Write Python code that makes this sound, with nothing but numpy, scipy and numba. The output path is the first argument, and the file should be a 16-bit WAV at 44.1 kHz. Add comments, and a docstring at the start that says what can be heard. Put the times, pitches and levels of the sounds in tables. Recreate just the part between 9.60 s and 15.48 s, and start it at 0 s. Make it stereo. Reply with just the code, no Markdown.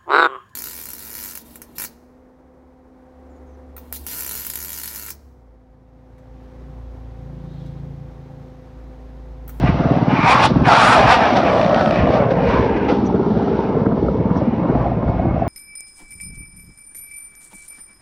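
"""A helicopter's main rotor slaps steadily, low over scrubland, and the hillside repeats each slap.
Every blade gives a short sagging ring and a tip-vortex crack over a swelling rumble; some pop sharply.
A nearer helicopter sweeps past in gusts of exhaust rush, with hollow ground-reflection tones that sink
as it passes and a tail rotor that buzzes, rattles and chops the rush. Behind them sit a gearbox whine
and a few faint ticks, all heard through a phone that rounds off the loudest peaks."""
import sys
import numpy as np
from scipy import signal
from scipy.fft import rfft, irfft, next_fast_len
from scipy.io import wavfile
from scipy.ndimage import uniform_filter1d
from numba import njit

SR = 44100
rng = np.random.default_rng(int(sys.argv[2]) if len(sys.argv) > 2 else 0)


def to_wav(s):
    """Save 16-bit WAV."""
    ch = np.atleast_2d(s).T  # columns
    pcm = np.round(np.clip(ch, -1, 1) * 32767)  # PCM
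    wavfile.write(sys.argv[1], SR, pcm.astype(np.int16))


N = 259308

# midrange colour of rushing air, for the exhaust wash and the blade crack: (frequency [Hz], gain [dB])
BODY_COLOUR = [(250, -14.5), (450, 6), (800, 6), (1100, -4.5), (1450, -9), (1800, -14), (2300, -31)]
# voice of the near helicopter: (time [s], hollow tone [Hz], second tone [Hz],
# second tone against the body [dB], tail buzz [dB], tail thump [dB])
NEAR_VOICE = [(0, 706, 1032, -6, -35, -22.5), (.4, 658, 1138, -12.5, -34, -58),
              (.7, 912, 1270, -11, -57, -25.5), (.86, 979, 1223, -7, -51, -27),
              (1.07, 811, 1296, -11.5, -53, -42), (1.12, 745, 1084, -3, -50, -43),
              (1.15, 799, 1243, -7, -50, -42), (1.2, 860, 1076, -3, -45, -37),
              (1.25, 721, 1204, -3.5, -41, -27), (1.29, 794, 1180, -4, -38, -28),
              (1.33, 878, 1227, -5.5, -32, -32), (1.39, 800, 1055, -9, -40, -30),
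              (1.45, 767, 1013, -9, -47, -22), (1.53, 917, 1267, -17.5, -35, -33),
              (1.65, 783, 1240, -11, -26, -36), (1.82, 630, 1210, -11.5, -23.5, -40),
              (2, 601, 1205, -11.5, -19, -33.5), (2.2, 622, 1203, -9.5, -19, -38),
              (2.33, 620, 1176, -13, -17.5, -30.5), (2.45, 609, 1145, -8, -22, -25.5),
              (2.7, 521, 1010, -19.5, -24, -28.5), (2.82, 485, 1006, -13.5, -19, -28.5),
              (2.93, 467, 1018, -3, -16, -25), (3.1, 420, 942, -8, -20, -41.5),
              (3.5, 380.4, 858, -5.5, -21, -43.5), (4, 414, 910, -9, -21.5, -62),
              (4.6, 436, 837, -9.5, -25, -43.5), (4.95, 491, 880, -1, -48, -47.5),
              (5.15, 608, 916, -7.5, -42, -20.5), (5.88, 658, 1034, -16.5, -32, -30)]


def undb(db):
    """Decibels to amplitude."""
    return 10 ** (np.asarray(db) / 20)


def unit(x):
    """Scale to an rms of 1."""
    return x / np.sqrt(np.mean(x ** 2))


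def curves(table):
    """The columns that follow a table's time column, one value a sample."""
    times, *columns = np.transpose(table)
    return [np.interp(np.arange(N) / SR, times, column) for column in columns]


def shape(x, points):
    """Colour x by (Hz, dB) points, cutting everything outside them."""
    size = next_fast_len(N)
    hz, db = np.transpose(points)
    bin_hz = np.arange(1, size // 2 + 2) * SR / size
    gain = undb(np.interp(np.log(bin_hz), np.log(hz), db, -120, -120))
    return irfft(rfft(x, size) * gain, size)[..., :N]


def spread(x, extra_db=0.):
    """Mid and side signals to left and right; the treble is widest."""
    # stereo width: (frequency [Hz], side against mid [dB])
    width = [(60, -40.5), (130, -39), (260, -28.5), (550, -23), (1200, -11.5), (2400, -6), (4000, -6.5),
             (11000, -2.5)]
    side = undb(extra_db) * shape(x[1], [(10, width[0][1])] + width + [(20000, width[-1][1])])
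    return np.array([x[0] + side, x[0] - side])


def walk(rate):
    """Smooth random drift: levels held 1 / rate seconds and slewed twice."""
    hold = int(SR / rate)
    steps = np.repeat(rng.standard_normal(N // hold + 1), hold)
    return 2.17 * uniform_filter1d(uniform_filter1d(steps, hold), hold)[:N]


def noise(colour, flicker_db):
    """Coloured mid and side noise whose level flickers in the turbulent air."""
    return unit(shape(rng.standard_normal((2, N)), colour)) * undb(flicker_db * walk(12))


@njit
def bandpass(x, hz, width):
    """State-variable band-pass with a moving centre, gain 1 there; width is 1 / Q."""
    y, band, low = np.empty(len(x)), 0., 0.
    for i in range(len(x)):
        g = np.tan(np.pi * hz[i] / SR)
        v = (band + g * (x[i] - low)) / (1 + g * (g + width))
        band, low, y[i] = 2 * v - band, low + 2 * g * v, width * v
    return y


def hollow(hz, width):
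    """Mid and side noise in one moving resonance; the air has taken its treble."""
    # treble lost over distance: (frequency [Hz], gain [dB])
    distance = [(10, 1), (1800, 1.5), (3500, -23.5), (6000, -37.5), (8000, -65)]
    dull = shape(rng.standard_normal((2, N)), distance)
    return unit(np.array([bandpass(bandpass(channel, hz, width), hz, width) for channel in dull]))


def via_ground(x, tone_hz, share):
    """Add a bounce that lags by one period of tone_hz: peaks at its multiples, notches between."""
    place = np.arange(N) - SR / tone_hz
    bounce = np.array([np.interp(place, np.arange(N), channel) for channel in x])
    return (x + share * bounce) / np.sqrt(1 + share ** 2)


def blades(t, blade_hz, scatter_db):
    """Seconds from the nearest blade passage, and a random strength for each passage."""
    count = t * blade_hz
    nearest = np.round(count).astype(int)
    strength = undb(scatter_db * rng.standard_normal(nearest.max() + 3))[nearest + 2]
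    return (count - nearest) / blade_hz, uniform_filter1d(strength, size=200)


def pulse(age, hz):
    """A pressure peak between two troughs."""
    u = (np.pi * hz * age) ** 2
    return (1 - 2 * u) * np.exp(-u)


def ring(age, hz, decay_cycles):
    """A short ring that starts sharply and sags in pitch."""
    cycles = age * hz
    envelope = np.where(cycles < 0, np.exp(-(cycles / 0.42) ** 2), np.exp(-cycles / decay_cycles))
    sag = 1 - 0.18 * np.clip(cycles, -1, 4)
    return envelope * np.cos(2 * np.pi * cycles * sag)


def ticks():
    """Faint high ticks nearby: short bursts of narrow noise."""
    # one tick a row: (time [s], level [dB], pitch [Hz])
    bursts = [(3.4614, -48, 5750), (4.7686, -54, 5450), (5.7942, -66, 5530)]
    out, t = 0, np.arange(N) / SR
    for at, db, hz in bursts:
        gate = np.exp(-((t - at - .006) / 0.014) ** 2)
        band = shape(rng.standard_normal(N), [(0.89 * hz, -25), (hz, 0), (1.32 * hz, -25)])
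        out = out + undb(db) * gate * unit(band)
    return out


def gearbox_whine():
    """A rasping band that narrows to a thin whine far off."""
    # the whine's glide: (time [s], pitch [Hz], level [dB])
    glide = [(.42, 2390, -64), (.53, 2390, -30), (.63, 2356, -23), (.715, 2430, -15.5), (.78, 2320, -30),
             (.85, 2585, -18), (.89, 2390, -42), (1.035, 2405, -52), (1.1, 2610, -25), (1.3, 2500, -27),
             (1.6, 2480, -38), (2.1, 2346, -42), (2.8, 2240, -53), (2.95, 2277, -39.5), (3.3, 2190, -58.5),
             (5.2, 2190, -55.5), (5.45, 2210, -54), (5.7, 2185, -48), (5.88, 2195, -52)]
    # broad rasp in the whine: (time [s], share of the power [0-1])
    rasp_share = [(0, 1), (3, .85), (5.2, .05), (5.88, .05)]
    hz, db = curves(glide)
    share = curves(rasp_share)[0]
    rasp, thin = hollow(hz, width=.2), hollow(hz, width=.03)
    return spread(undb(db) * (np.sqrt(share) * rasp + np.sqrt(1 - share) * thin))


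def swish_lift(attack_s=0.0052):
    """Lift in dB that briefly brightens the rush: a quick rise, then a fade."""
    # one swish a row: (time [s], fade [s], treble lift [dB])
    swishes = [(1.326, 0.018, 3), (1.762, 0.041, 9), (2.708, 0.018, 12.5), (3.168, 0.012, 8),
               (3.289, 0.037, 11.5)]
    t = np.arange(N) / SR
    return sum(db * np.exp(-np.where(t < at, (at - t) / attack_s, (t - at) / fade_s) ** 2)
               for at, fade_s, db in swishes)


def exhaust_rush(wander=0.044):
    """Gusts of exhaust noise, hollowed by the ground reflection into tones that turbulence bends."""
    # the gusts: (time [s], hiss [dB], body [dB], treble [dB])
    gusts = [(0.0, -43, -29, -44), (0.08, -25.5, -18.5, -39), (0.13, -35.5, -27.5, -46.5),
             (0.36, -36.5, -22, -46.5), (0.47, -42, -25.5, -48), (0.51, -28, -20.5, -43),
             (0.62, -30, -20, -38), (0.66, -29, -13.5, -32), (0.715, -26, -11.5, -24),
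             (0.77, -29, -14.5, -32.5), (0.815, -20, -14.5, -29.5), (0.855, -19, -8, -22),
             (0.866, -24, -12.5, -27), (0.876, -31, -22.5, -35), (0.895, -34, -29, -39),
             (0.93, -43, -29, -48), (1.035, -41, -28.5, -45.5), (1.055, -20.5, -20, -34),
             (1.078, -21, -10.5, -27.5), (1.125, -21.5, -9.5, -24), (1.19, -21.5, -13, -26.5),
             (1.28, -19.5, -10.5, -23), (1.34, -20, -10.5, -24.5), (1.46, -23, -13.5, -32),
             (1.52, -16.5, -9, -24.5), (1.59, -28, -15.5, -36), (1.62, -21, -11, -34),
             (1.72, -24, -18.5, -38.5), (1.82, -32.5, -16.5, -40), (1.875, -21.5, -13.5, -38),
             (1.94, -37, -16, -37), (2.02, -30.5, -16, -36.5), (2.11, -36.5, -16, -39.5),
             (2.2, -33, -17, -36), (2.36, -31.5, -18, -39.5), (2.46, -35, -20.5, -45.5),
             (2.55, -30.5, -14.5, -38.5), (2.65, -37.5, -15.5, -52), (2.73, -48, -21, -51.5),
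             (2.85, -40, -20, -45.5), (2.89, -33, -17, -40.5), (2.95, -30, -17.5, -44.5),
             (2.99, -34, -20.5, -45), (3.1, -38.5, -20, -49.5), (3.26, -37, -23, -48.5),
             (3.31, -44.5, -20, -46), (3.35, -45, -22.5, -45), (3.4, -46.5, -24.5, -50),
             (3.5, -47, -23.5, -52), (3.75, -51.5, -25, -53), (4, -50, -22, -51.5),
             (4.3, -50.5, -26.5, -59), (4.68, -50.5, -26, -58), (4.78, -51, -24, -52),
             (4.91, -49.5, -31, -63), (5.19, -45, -24, -55), (5.85, -49.5, -29.5, -61),
             (5.88, -57, -27, -66)]
    # colours of the three upper bands: (frequency [Hz], gain [dB])
    hiss_colour = [(1100, -12.5), (1450, 3), (1750, 0.5), (2050, 2.5), (2500, 0), (2900, -3.5), (3600, -24),
                   (4500, -38)]
    treble_colour = [(2600, -4.5), (3400, -0.5), (4600, -6.5), (5200, -9), (5800, -10), (6400, -23),
                     (7200, -31)]
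    air_colour = [(5500, -24), (6600, -2), (9000, -7), (11000, -12), (11400, -21.5)]
    hiss_db, body_db, treble_db = curves(gusts)
    tone_hz, second_hz, second_db, _, _ = curves(NEAR_VOICE)
    third_hz = 2 * second_hz - tone_hz  # ground peaks are evenly spaced
    first = undb(-2.5) * hollow(tone_hz * (1 + wander * walk(14)), width=0.57)
    third = undb(-10.5) * hollow(third_hz * (1 + wander * walk(14)), width=0.16)
    second = hollow(second_hz * (1 + wander * walk(14)), width=0.25)
    wash = undb(-10) * via_ground(noise(BODY_COLOUR, flicker_db=3.0), tone_hz, share=0.22)
    lift_db = swish_lift()
    body = undb(body_db + 0.57 * lift_db) * (first + undb(second_db) * (second + third) + wash)
    hiss = via_ground(noise(hiss_colour, flicker_db=1.5), tone_hz, share=0.23)
    hiss *= undb(hiss_db + 0.81 * lift_db)
    treble = undb(treble_db + lift_db) * noise(treble_colour, flicker_db=0.9)
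    air_db = 5.5 + 1.837 * treble_db + 1.1 * lift_db  # the top band dies fastest as the treble drops
    air = undb(air_db) * noise(air_colour, flicker_db=1.0)
    slope_hz = tone_hz / 3.6 * (1 + .04 * walk(6))  # a longer bounce, off the slope
    return via_ground(body + hiss + treble + air, slope_hz, share=0.38)


def tail_buzz(age, strength, width=.26):
    """Each tail blade clicks through the hollow tone's resonance, over a low thump."""
    tone_hz, _, _, buzz_db, thump_db = curves(NEAR_VOICE)
    click = strength * pulse(age + 0.002003, hz=750.0)
    buzz = undb(buzz_db) * unit(bandpass(bandpass(click, tone_hz, width), tone_hz, width))
    thump = undb(thump_db) * unit(pulse(age, hz=111.0))
    return (buzz - thump) * [[1], [.5]]  # mid, side


def tail_rattle(age, strength, peak_s=2.2, rise_db_per_s=12, fall_db_per_s=18.5):
    """Tail blades crack unevenly in the treble, each a noise burst and a snap; it peaks, then fades."""
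    # colour of the rattle: (frequency [Hz], gain [dB])
    colour = [(700, -24), (1200, 8), (2500, 1), (4500, -11), (6200, -19.5), (7000, -30.5), (10500, -40)]
    # blades that crack harder than the rest: (time [s], boost [dB])
    hard_cracks = [(1.865, 4), (1.966, 5), (2.015, 5), (2.065, 0.5), (2.113, 1), (2.146, 12.5), (2.196, 4),
                   (2.212, 7), (2.262, 9.5), (2.311, 10), (2.328, 2.5), (2.359, 8.5), (2.376, 6),
                   (2.459, 6), (2.573, 8)]
    t = np.arange(N) / SR
    level_db = -35 - np.maximum(rise_db_per_s * (peak_s - t), fall_db_per_s * (t - peak_s))
    level_db += sum(db * np.exp(-((t - at) / .005) ** 4) for at, db in hard_cracks)
    burst = unit(strength * np.exp(-(age / 0.0018) ** 2) * noise(colour, flicker_db=1.5))
    snap = unit(shape(strength * np.exp(-(age / .00006) ** 2), colour))
    return undb(level_db) * (burst + undb(-5) * snap * [[1], [.7]])


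def near_helicopter(tail_hz=60.5, throb=0.31, speed_m_s=35, pass_s=2.2, closest_m=49):
    """The fly-by: the tail rotor buzzes through the exhaust rush and chops it as the image widens."""
    # travel time of the tail blade pulses, shortest around the pass: (time [s], delay [ms])
    tail_path = [(0, 47), (1.4, 24), (1.8, 17.8), (2, 14.7), (2.2, 13.3), (2.6, 10.9), (2.75, 11.7),
                 (2.9, 15), (3.2, 25), (3.4, 32.5), (3.6, 44), (5.88, 200)]
    # the image swings as the phone turns: (time [s], left minus right [dB])
    pan = [(0, -4), (1.1, -0.6), (1.7, -2), (2.3, -2), (3.1, -2.5), (3.5, -6.5), (4.95, -6.5), (5.15, 4.5),
           (5.5, 0), (5.88, -1.5)]
    t = np.arange(N) / SR
    age, strength = blades(t - curves(tail_path)[0] / 1000, tail_hz, scatter_db=1.8)
    chop = 1 + throb * strength * np.exp(-(age / 0.0071) ** 2)
    chop /= np.sqrt(uniform_filter1d(chop ** 2, size=2400))  # chopping keeps the running level
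    rush = exhaust_rush() * chop
    tail = tail_rattle(age, strength) + tail_buzz(age, strength)
    gusting = undb(0.6 * walk(9))
    along_m = speed_m_s * (t - pass_s)
    away = along_m / np.hypot(along_m, closest_m)  # -1 coming, 1 leaving
    stereo = spread(gusting * rush + tail, extra_db=1.8 + 3.5 * away)
    pan_db = curves(pan)[0]
    return stereo * undb(np.array([pan_db, -pan_db]) / 2)


def blade_pops(rise_cycles=1.6, fall_cycles=3.8):
    """Single sharper blade pops, each ringing for a few cycles."""
    # one pop a row: (time [s], peak [dB], ring [Hz])
    pops = [(.036, -10, 126), (3.057, -34, 417.5), (3.383, -14.5, 220), (3.432, -17.5, 230),
            (3.498, -18, 896), (3.543, -10.5, 422), (3.593, -15, 900), (3.597, -8.5, 384),
            (3.667, -10.5, 400), (3.712, -8, 212), (3.769, -12, 214), (3.797, -19, 906), (3.88, -26, 1350),
            (3.914, -10.5, 426), (3.99, -12.5, 915), (4.17, -10, 435), (4.263, -30, 1290),
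            (4.424, -27, 1030), (4.427, -10, 394), (4.483, -21, 1290), (4.485, -11.5, 550),
            (4.554, -11, 442), (4.703, -26, 1250), (4.761, -25, 770), (4.815, -14, 567),
            (4.875, -12.5, 235), (5.041, -15.5, 557), (5.099, -18.5, 340), (5.098, -24.5, 1390),
            (5.122, -15.5, 430), (5.152, -13.5, 680), (5.262, -13, 760), (5.316, -14, 730),
            (5.429, -18.5, 644), (5.518, -22, 677), (5.597, -10, 670), (5.654, -16.5, 724),
            (5.764, -14, 676), (5.821, -9.5, 694)]
    out, t = 0, np.arange(N) / SR
    for at, db, hz in pops:
        cycles = (t - at - 0.00221) * hz  # counted from the envelope's peak
        envelope = np.exp(-(cycles / np.where(cycles < 0, rise_cycles, fall_cycles)) ** 2)
        out = out + undb(db) * envelope * np.sin(2 * np.pi * cycles)
    return out


def rotor_rumble(age, strength, level_db, pitch_hz):
    """A boom and a hollow rumble that swell with each main blade, over a deep drone."""
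    # colours of the boom and the drone: (frequency [Hz], gain [dB])
    boom_colour = [(60, -27.5), (85, -21), (110, 3.5), (140, -4), (220, -5.5), (330, -5), (450, -12),
                   (700, -11)]
    drone_colour = [(15, -18), (30, -14), (48, -7), (60, -1), (80, 0), (110, -9.5)]
    # the 110 Hz boom: (time [s], level against the rumble [dB])
    boom_level = [(0, -5.5), (1.1, -2.5), (1.6, -12), (2.5, -6), (3.3, -12.5), (4, -12.5), (4.8, -9),
                  (5.3, -5.5), (5.88, -2)]
    # the drone: (time [s], level [dB])
    drone_level = [(0.0, -29), (0.03, -19), (0.52, -35), (1.01, -24), (1.33, -60), (1.37, -27.5),
                   (2.31, -35.5), (2.42, -20.5), (2.62, -36.5), (3.0, -24), (3.08, -29), (4.24, -37.5),
                   (4.47, -25), (4.99, -36), (5.17, -26.5), (5.34, -39.5), (5.45, -22), (5.88, -26.5)]
    swell = uniform_filter1d(0.8 + 0.72 * strength * np.exp(-((age - .005) / 0.011) ** 2), size=300)
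    boom = undb(curves(boom_level)[0]) * noise(boom_colour, flicker_db=1.5)
    rumble = undb(-4.5) * hollow(pitch_hz, width=0.8)
    drone = undb(curves(drone_level)[0]) * noise(drone_colour, flicker_db=1.5)
    return undb(level_db) * swell * (boom + rumble) + drone


def main_rotor(blade_hz=18.15, echo_ms=7, echo_ms_per_s=.85):
    """Each blade gives a crack, a slap and a hillside echo that lags ever more, over the rumble."""
    # the rumble, which the slap follows in level and pitch: (time [s], level [dB], pitch [Hz])
    rotor_voice = [(0.0, -17.5, 189.4), (0.03, -20.5, 168), (0.08, -21, 185), (0.59, -18, 197.5),
                   (0.72, -26, 198), (0.98, -16.5, 178.5), (1.15, -23, 227.5), (1.18, -23, 187),
                   (1.36, -21.5, 251), (1.46, -17.5, 174), (1.51, -23.5, 209), (1.8, -17, 261),
                   (1.93, -18.5, 219), (2.54, -14, 181), (2.59, -22, 210), (2.83, -15, 163.5),
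                   (3.05, -17.5, 240), (3.75, -16.5, 203), (4.03, -18.5, 235), (4.11, -15, 196),
                   (4.67, -17.5, 189), (4.9, -18, 202.4), (4.98, -19, 204), (5.42, -18.5, 179),
                   (5.76, -19, 187.7), (5.88, -23.5, 182)]
    # travel time of the slaps: (time [s], delay [ms])
    slap_path = [(0, 40), (.3, 37.3), (.6, 34), (1, 26.2), (1.3, 22.5), (1.7, 18.4), (2.3, 14.5), (3, 19),
                 (4, 25.3), (4.8, 30.2), (5.88, 38)]
    # the slap arrives without its deepest bass or any edge: (frequency [Hz], gain [dB])
    slap_colour = [(20, -25), (70, -10), (140, -1), (700, 6.5), (1600, -35)]
    # fader for slap, echo and crack: (time [s], gain over the rumble [dB])
    slap_level = [(0, 13.5), (.6, 9), (1, 11), (2, -3.5), (3, 1.5), (3.5, 2), (3.95, 5), (4.3, 4.5),
                  (4.9, 7), (5.3, 4.5), (5.88, 7.5)]
    # blades that slap harder than the rest: (time [s], boost [dB])
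    hard_slaps = [(.036, 6), (.1, 3.5), (.155, 3), (.315, 2.5), (.43, 1.5), (.485, -0.5), (.59, 1.5),
                  (.97, 3), (3.44, 0.5), (3.712, 6.5), (3.77, 3.5), (4.268, 4), (4.325, 4), (4.712, 2),
                  (4.767, 10.5), (4.879, 4.5), (5.101, 10), (5.156, 5.5), (5.6, 6.5)]
    # the hillside echo: (time [s], level against the slap [dB])
    echo_level = [(0, -4.5), (.3, 3.5), (.7, 5.5), (1.2, 1.5), (3, -5), (4.8, -8.5), (5.88, -8)]
    rumble_db, rumble_hz = curves(rotor_voice)
    t = np.arange(N) / SR
    rotor_t = t - curves(slap_path)[0] / 1000
    echo_t = rotor_t - (echo_ms + echo_ms_per_s * t) / 1000
    age, strength = blades(rotor_t, blade_hz, scatter_db=1.8)
    echo_age, echo_strength = blades(echo_t, blade_hz, scatter_db=2.0)
    slap_hz = 0.91 * rumble_hz
    slap = strength * ring(age, slap_hz, decay_cycles=0.54)
    echo = undb(curves(echo_level)[0]) * echo_strength * ring(echo_age, slap_hz, decay_cycles=0.49)
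    slaps = shape(slap + echo, slap_colour) * [[1], [.4]]  # mid, side
    # the tip vortex adds a few cycles of midrange noise just ahead of the peak
    crack_gate = strength * np.exp(-((age + 0.0063) / 0.0072) ** 2)
    crack = undb(-17) * crack_gate * noise(BODY_COLOUR, flicker_db=2.0)
    accent_db = sum(db * np.exp(-((t - at - .005) / .018) ** 4) for at, db in hard_slaps)
    slap_gain = undb(rumble_db + curves(slap_level)[0] + accent_db)
    return spread(rotor_rumble(age, strength, rumble_db, rumble_hz) + slap_gain * (crack - slaps))


def scene():
    """Both helicopters and the faint ticks, in stereo."""
    return main_rotor() + near_helicopter() + blade_pops() + gearbox_whine() + ticks()


def record(dry, low_cut_hz=20, ceiling=.98, top_hz=11330):
    """The phone drops the deepest bass, rounds off the loudest peaks and cuts the top."""
    trimmed = signal.sosfilt(signal.butter(1, low_cut_hz, "high", fs=SR, output="sos"), dry)
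    held = trimmed / (1 + np.abs(trimmed / ceiling) ** 4) ** .25
    return signal.sosfilt(signal.ellip(12, .2, 80, top_hz, fs=SR, output="sos"), held)


dry = scene()
out = record(dry)
to_wav(out)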